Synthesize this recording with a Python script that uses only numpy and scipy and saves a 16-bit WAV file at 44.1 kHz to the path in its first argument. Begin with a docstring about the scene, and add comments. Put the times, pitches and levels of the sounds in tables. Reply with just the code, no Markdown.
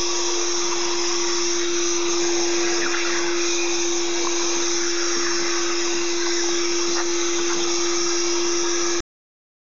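"""A vacuum cleaner's steady hum, hiss and roar, in a workshop. Rotor unbalance gives one clean tone;
turbulence in hose and housing gives the roar; air drawn through the hand-held nozzle hisses and excites
resonances that shift as the nozzle moves. Work on a machine bed adds knocks, scrapes, ticks and bumps.
A small mono microphone with two sharp notches, gain control and a constant offset picks it all up,
until the sound is cut off after nine seconds."""
import sys
import numpy as np
from scipy import signal
from scipy.fft import rfft, irfft, next_fast_len
from scipy.io import wavfile
from scipy.ndimage import uniform_filter1d, map_coordinates

SR = 44100
rng = np.random.default_rng(int(sys.argv[2]) if len(sys.argv) > 2 else 0)


def waveform_to_disk(signal):
    """Save audio, clipped to [-1, 1], as 16-bit WAV at the path in sys.argv[1]."""
    frames = np.transpose(np.atleast_2d(signal))
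    scaled = np.clip(frames, -1, 1) * 32767
    samples = np.round(scaled).astype(np.int16)
    wavfile.write(sys.argv[1], SR, samples)


N = 427325


def motor():
    """Forced vibration: the unbalanced rotor shakes the housing once a turn, radiating a pure tone."""
    # rotation rate, sagging as the motor settles: t/s, f/Hz
    shaft = [(0.05, 347.7), (0.6, 347.6), (1.25, 346.4), (1.8, 345.3), (2.7, 344.5), (3.25, 344.9),
             (4.1, 344.3), (6.9, 344.5), (8.5, 344.9)]
    # the motor's hum, swelling and dipping: t/s, level/dB
    hum = [(0.05, -28.5), (0.87, -28), (2.42, -22.5), (2.64, -23), (2.83, -25.5), (2.98, -27.5),
           (3.44, -24.5), (3.88, -26.5), (5.69, -27), (6.76, -25), (6.93, -26), (7.15, -25.5), (7.34, -25),
           (7.51, -25.5), (8.56, -24.5), (8.75, -26)]
    phase = 2 * np.pi * np.cumsum(curves(shaft)[0]) / SR
    return amp(curves(hum)[0] + .4 * wobble(7.7)) * np.sqrt(2) * np.sin(phase)


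def nozzle():
    """Jet noise: the turbulent intake hisses and drives four resonances of the nozzle."""
    # lowest resonance: t/s, level/dB, f/Hz
    mouth = [(0.05, -38.5, 1040), (0.22, -41, 1091), (1.29, -40.5, 1118), (1.55, -40.5, 1060),
             (1.65, -40, 1232), (2.13, -35.5, 1174), (2.37, -39, 1060), (3.1, -37.5, 1220),
             (3.25, -37, 1047), (3.37, -37.5, 1228), (3.78, -39, 1035), (4.31, -40.5, 1067),
             (4.61, -39.5, 1180), (5.72, -37, 1184), (5.91, -41, 1143), (7.32, -40.5, 1196),
             (7.93, -39, 1228), (8.75, -39, 1144)]
    # air gap under the nozzle: t/s, level/dB
    gap = [(0.05, -44.5), (1.55, -41.5), (2.01, -47.5), (2.2, -42), (2.4, -40.5), (3.03, -37),
           (3.54, -44.5), (4.29, -43.5), (4.65, -40), (5.21, -37), (5.52, -36.5), (6.06, -41.5),
           (6.45, -40), (7.27, -43.5), (7.46, -38), (7.75, -43.5), (8.46, -45), (8.75, -41)]
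    # resonance across the slot: t/s, level/dB
    slot = [(0.05, -40), (0.99, -39.5), (1.4, -40.5), (1.65, -41.5), (1.82, -35.5), (2.28, -39),
            (2.64, -32), (3.03, -37), (3.68, -36), (3.85, -40), (4.36, -36), (4.8, -39.5), (5.48, -36),
            (6.42, -40), (6.64, -38), (7.15, -39.5), (7.88, -39.5), (8.75, -40.5)]
    # air over the edge: t/s, level/dB
    edge = [(0.05, -35.5), (0.51, -35), (2.86, -33.5), (2.88, -40), (2.96, -29.5), (3.27, -39),
            (3.56, -29.5), (3.61, -35), (4.7, -34.5), (4.73, -37), (7.0, -35), (7.03, -35.5), (7.34, -33.5),
            (8.75, -37)]
    # hiss of the jet: t/s, level/dB, brightest f/Hz
    hiss = [(0.05, -27, 5760), (0.44, -25.5, 5950), (0.51, -30, 5620), (0.66, -27, 5980),
            (1.38, -25.5, 5550), (1.57, -25, 6040), (1.67, -31, 5850), (1.92, -27, 6040), (2.06, -31, 5880),
            (2.11, -25.5, 5940), (3.44, -28.5, 5540), (3.51, -25, 5800), (3.66, -29, 6070),
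            (3.83, -26, 5970), (4.07, -29, 5960), (4.29, -27, 6060), (5.4, -27, 5610), (6.04, -29, 6150),
            (6.35, -26, 5520), (6.42, -25, 5960), (6.62, -29, 5680), (6.95, -26, 5860), (7.03, -29, 6020),
            (8.05, -26.5, 5800), (8.56, -27, 5830), (8.75, -27, 5880)]
    # spectrum of the hiss: f/Hz, relative level/dB
    hiss_colour = [(2500, -50), (4300, -21), (5000, -4.5), (5600, -1.5), (6200, -2.5), (6700, -4.5),
                   (7000, -12), (7300, -23.5), (7600, -38.5)]

    def hiss_shape(hz, t):
        return amp(along(hiss_colour, hz)) * (1 + peak(hz, curves(hiss, t)[1], 400))

    bands = resonance(mouth, centre_hz=curves(mouth)[1], width_hz=596, patchy_db=1.7, flutter_db=0.4)
    bands += resonance(gap, centre_hz=1698, width_hz=880, patchy_db=2.0, flutter_db=0.25)
    bands += resonance(slot, centre_hz=2415, width_hz=1130, patchy_db=0.53, flutter_db=0.0)
    bands += resonance(edge, centre_hz=3644, width_hz=1650, patchy_db=1.5, flutter_db=0.2)
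    return bands + amp(curves(hiss)[0] + 0.87 * wobble(9)) * turbulence(hiss_shape, patchy_db=1.55)


def resonance(levels, centre_hz, width_hz, patchy_db, flutter_db, wander=0.025):
    """A noise-driven resonance passes one band, whose centre wanders with the unsteady hand."""
    centre = centre_hz * (1 + wander * wobble(3.097))

    def shape(hz, t):
        sample = np.minimum(t * SR, N - 1).astype(int)
        return peak(hz, centre[sample], width_hz) ** 3  # cubing narrows the band and steepens its sides

    return amp(curves(levels)[0] + flutter_db * wobble(6)) * turbulence(shape, patchy_db)


def roar():
    """Turbulent flow through hose and housing radiates broadband noise that surges unevenly."""
    # flow noise: t/s, roar level/dB, rumble level/dB
    flow = [(0.05, -44.5, -52.5), (0.39, -38.5, -59), (0.53, -41, -49), (1.55, -43.5, -49.5),
            (1.84, -42.5, -48), (2.64, -36.5, -45.5), (2.98, -40, -53), (3.35, -40.5, -49),
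            (3.61, -40, -52), (4.48, -38.5, -49), (4.8, -43, -52.5), (7.39, -41.5, -49), (7.75, -41, -47.5),
            (8.75, -42, -48.5)]
    # spectrum of the roar: f/Hz, relative level/dB
    roar_colour = [(220, -36), (370, 1), (378, -12.5), (452, 0), (508, -7), (556, -7.5), (830, -7.5),
                   (1400, -17), (1820, -34), (3080, -120)]
    # spectrum of the rumble: f/Hz, relative level/dB
    rumble_colour = [(15, -27), (60, -27), (100, -8), (140, -9.5), (180, 4), (240, -1), (330, -9),
                     (400, -3.5), (500, -52.5), (800, -120)]
    roar_db, rumble_db = curves(flow)
    body = turbulence(lambda hz, t: amp(along(roar_colour, hz)), patchy_db=0.5)
    rumble = turbulence(lambda hz, t: amp(along(rumble_colour, hz)), patchy_db=0.5)
    return amp(roar_db + 1.2 * wobble(6)) * body + amp(rumble_db + 0.89 * wobble(6)) * rumble


def standing_waves(air, ripple_db, gain_db):
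    """Interference of reflected waves lifts some narrow bands of the air noise and weakens others."""
    # modes of the hose and the machine's open box: f/Hz, width/Hz, gain/dB
    modes = [(448, 60, 2.5), (544, 50, 4), (738, 28, 8), (835, 32, 8), (955, 21, 10.5), (1137, 12, 4),
             (1292, 100, 5), (1408, 20, 9), (1516, 47, 6.5), (1570, 50, 1), (1647, 29, 4.5), (1757, 22, 7),
             (1940, 55, 5.5), (2078, 81, 7.5), (2210, 67, 2), (2150, 75, -4), (2268, 20, 7), (2505, 95, 2),
             (2702, 48, 7), (2770, 70, 3), (3430, 180, 1.5), (3773, 160, 2), (4076, 180, 4), (4715, 190, 5),
             (5450, 130, 2), (5810, 200, -2), (6350, 150, 4)]
    # bands that stand out or drop while the nozzle rests: start t/s, end t/s, f/Hz, width/Hz, gain/dB
    whistles = [(0, 0.48, 470, 78, 6.5), (0, 1.57, 5200, 250, 3), (0, 1.6, 990, 80, 4.5),
                (0, 1.6, 1150, 120, 5.5), (1.7, 2.05, 5900, 230, 9.5), (2.2, 3.25, 2400, 80, 4.5),
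                (2.2, 4.5, 1600, 80, 4), (3.4, 3.6, 6200, 700, 4), (3.5, 4.5, 2000, 300, -4.5),
                (7, 9.1, 2340, 90, 6), (7.5, 8.7, 2770, 100, 3), (7.65, 9.1, 1290, 60, 5),
                (7.7, 8.4, 1640, 90, 5), (7.7, 9.1, 1460, 140, -8), (7.7, 9.1, 5750, 201, 4.5),
                (4.6, 5.25, 5900, 700, 3), (6.15, 7, 5570, 250, 4), (5.88, 6.15, 2740, 130, 9),
                (6.6, 6.8, 2320, 100, 8), (8.4, 9.1, 1660, 140, 12), (3.38, 3.85, 2460, 170, 9)]
    hz, t, spectrum = signal.stft(air, SR, nperseg=2048, noverlap=1536)
    db = sum(lift * peak(hz, centre, width) ** 2 for centre, width, lift in modes)[:, None]
    for start, end, centre, width, lift in whistles:
        held = np.clip(np.minimum(t - start, end - t) / 0.061 + .5, 0, 1)
        db = db + lift * peak(hz[:, None], centre, width) ** 2 * held
    # room echoes leave a fine ripple that drifts as hand and microphone move
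    ripple = ripple_db * patches(spectrum.shape, bins=2, frames=32)
    return signal.istft(spectrum * amp(db + ripple + gain_db), SR, nperseg=2048, noverlap=1536)[1][:N]


def knocks():
    """Impact on hollow plastic: a click and two heavily damped partials."""
    # the nozzle taps the bed: t/s, level/dB, f/Hz
    impacts = [(2.775, -24, 1320), (2.821, -16.5, 1860), (4.247, -21, 1000), (4.27, -12, 1060),
               (4.417, -20, 992), (4.787, -22, 1190), (5.264, -18.5, 1130), (5.876, -21, 1020),
               (6.258, -22.5, 1610), (6.439, -22, 835), (6.488, -22.5, 760), (6.852, -24, 1230),
               (7.284, -26, 1350)]
    out, t = np.zeros(N), np.arange(SR // 10) / SR
    envelope = t / .0018 * np.exp(1 - t / .0018)  # a few cycles only
    for start, db, hz in impacts:
        ring = np.sin(2 * np.pi * hz * t) + 0.2 * np.sin(2 * np.pi * 1.6 * hz * t)
        click = 0.35 * amp(-60 * t / .006) * rng.standard_normal(len(t))
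        out[round(start * SR):][:len(t)] += amp(db) * (0.73 * ring * envelope + click)
    return out


def scrapes_and_ticks(grain_db=3):
    """Random modulation spreads a gliding pitch into a rough noise band; the briefest bursts tick."""
    # short rough scrapes and two high ticks: t/s, duration/s, start f/Hz, end f/Hz, width/Hz, level/dB
    bursts = [(2.813, 0.049, 1950, 1650, 300, -25.5), (2.854, 0.028, 1610, 1200, 200, -23.5),
              (2.914, 0.065, 1900, 1500, 807, -27), (2.965, 0.073, 1910, 2510, 705, -29.5),
              (3.035, 0.074, 1406, 1246, 300, -31.5), (3.095, 0.11, 2010, 1700, 590, -28.5),
              (5.434, 0.074, 2044, 2094, 100, -36), (6.21, 0.034, 1630, 1570, 152, -34),
              (6.356, 0.065, 1750, 1693, 148.5, -33), (6.95, 0.077, 1253, 1350, 1393, -24),
              (6.934, 0.08, 5240, 5160, 2505, -26), (7.493, 0.074, 1193, 1310, 900, -30),
              (1.589, 0.071, 1910, 1880, 590, -35), (7.367, .04, 1194, 1210, 910, -35),
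              (7.59, 0.054, 3600, 3400, 909, -31), (0.713, .04, 1100, 1100, 500, -30),
              (0.895, 0.037, 1103, 1100, 500, -33), (6.251, 0.048, 900, 904, 500, -33.5),
              (7.58, 0.048, 798, 750, 300, -33.5), (7.53, 0.0085, 5900, 5900, 1200, -21.5),
              (7.629, 0.017, 5750, 5700, 900, -23)]
    out = np.zeros(N)
    for start, duration, start_hz, end_hz, width_hz, db in bursts:
        progress = np.linspace(0, 1, round(duration * SR))
        knots = np.arange(len(progress)) * width_hz / SR
        in_phase, quadrature = (map_coordinates(row, [knots]) for row in rng.standard_normal((2, 200)))
        phase = 2 * np.pi * np.cumsum(start_hz + (end_hz - start_hz) * progress) / SR
        band = unit(in_phase * np.cos(phase) + quadrature * np.sin(phase))
        out[round(start * SR):][:len(band)] += amp(db) * np.sin(np.pi * progress) ** 0.59 * band
    return out * amp(grain_db * wobble(120))


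def bumps():
    """Free vibration: each soft blow thuds and leaves the frame's low modes ringing in a new balance."""
    # hose and hand bump the frame: t/s, level/dB
    blows = [(2.777, -36.5), (2.825, -33.5), (3.475, -43.5), (4.232, -36), (4.421, -38), (4.558, -36.5),
             (4.81, -37.5), (5.16, -33), (5.396, -35.5), (5.926, -36), (6.871, -34.5), (7.391, -35),
             (7.529, -31.5), (8, -46)]
    # modes of the frame: f/Hz, relative level/dB, T60/s
    modes = [(185, -8.5, 0.34), (271.3, -2, 0.44), (434, 2, 0.14)]
    out, t = np.zeros(N), np.arange(SR // 2) / SR
    dull = signal.butter(2, [130, 520], "bandpass", fs=SR, output="sos")
    attack = 1 - np.exp(-t / 0.0036)
    for start, db in blows:
        ring = sum(amp(level + rng.normal(0, 2.0) - 60 * t / t60) * np.sin(2 * np.pi * hz * t)
                   for hz, level, t60 in modes)
        thud = .6 * amp(-60 * t / 0.2) * unit(signal.sosfilt(dull, rng.standard_normal(len(t))))
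        out[round(start * SR):][:len(t)] += amp(db) * (ring + thud) * attack
    return out


def gain_control(x, threshold_db=-24, share_removed=0.7, sense_s=0.023, recover_db_per_s=22):
    """Compression: loud moments pull the gain down quickly; it climbs back at a steady rate."""
    sensed = signal.lfilter(*signal.butter(1, 505, "highpass", fs=SR), x[0])  # bass counts for less
    power = np.abs(uniform_filter1d(sensed ** 2, round(sense_s * SR)))
    level_db = 10 * np.log10(power + 1e-12)
    climb_db = recover_db_per_s * np.arange(N) / SR
    held_db = np.maximum.accumulate(level_db + climb_db) - climb_db
    excess_db = uniform_filter1d(np.maximum(held_db - threshold_db, 0), size=200)
    return x * amp(-share_removed * excess_db)


def turbulence(shape, patchy_db):
    """Random pressure of rms 1: shape(hz, t) colours it, patches of random gain make it uneven."""
    hz, t, spectrum = signal.stft(rng.standard_normal(N), SR, nperseg=1024)
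    uneven = amp(patchy_db * patches(spectrum.shape, bins=5, frames=6))
    gain = shape(hz[:, None], t) * np.ones(spectrum.shape)
    gain = gain / np.sqrt(np.mean(gain ** 2, axis=0))  # equal power in every frame
    return unit(signal.istft(spectrum * gain * uneven, SR, nperseg=1024)[1][:N])


def patches(shape, bins, frames):
    """A random field of rms 1, smoothed over frequency and time."""
    field = uniform_filter1d(rng.standard_normal(shape), size=bins, axis=0)
    return unit(uniform_filter1d(field, size=frames, axis=1))


def wobble(rate):
    """A smooth random curve with rate knots a second."""
    return map_coordinates(rng.standard_normal(int(N * rate / SR) + 4), [np.arange(N) * rate / SR])


def peak(hz, centre_hz, width_hz):
    """Amplitude response of a resonator with the given half-power width."""
    return 1 / np.sqrt(1 + (2 * (hz - centre_hz) / width_hz) ** 2)


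def curves(rows, t=None):
    """Each column after the time, interpolated at every sample or at the times t."""
    times, *columns = np.transpose(rows)
    return [np.interp(np.arange(N) / SR if t is None else t, times, column) for column in columns]


def along(points, hz):
    """Level of a spectrum, interpolated on a logarithmic frequency axis."""
    frequencies, levels = np.transpose(points)
    return np.interp(np.log(hz + 1), np.log(frequencies + 1), levels)


def amp(db):
    """Amplitude ratio of a level in dB."""
    return 10 ** (np.asarray(db) / 20)


def unit(x):
    """The signal scaled to rms 1."""
    return x / np.sqrt(np.mean(x ** 2) + 1e-20)


def scene():
    """Superposition: the pressures of all sources add at one microphone."""
    air = standing_waves(roar() + nozzle(), ripple_db=2.54, gain_db=-1.18)
    return np.tile(motor() + air + knocks() + scrapes_and_ticks() + bumps(), (2, 1))


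def record(dry):
    """Transduction: two notches, gain control, the converter's offset, a cut to silence, a band limit."""
    # notches in the microphone's response: f/Hz, width/Hz
    notches = [(2995, 242), (4397, 278)]
    offset, cut_s, top_hz = -.0552, 9.0046, 7575
    size = next_fast_len(N + SR // 2)
    hz = np.fft.rfftfreq(size, 1 / SR)
    response = np.prod([(centre ** 2 - hz ** 2) / (centre ** 2 - hz ** 2 + 1j * hz * width)
                        for centre, width in notches], axis=0)
    notched = irfft(rfft(dry, size) * response, size)[:, :N]
    gated = (gain_control(notched) + offset) * (np.arange(N) < cut_s * SR)
    lowpass = signal.firwin(601, top_hz, window=("kaiser", 9), fs=SR)
    padded = np.pad(gated, ((0, 0), (300, 300)), "reflect")
    return signal.fftconvolve(padded, lowpass[None], "valid", axes=1)


dry = scene()
out = record(dry)
waveform_to_disk(out)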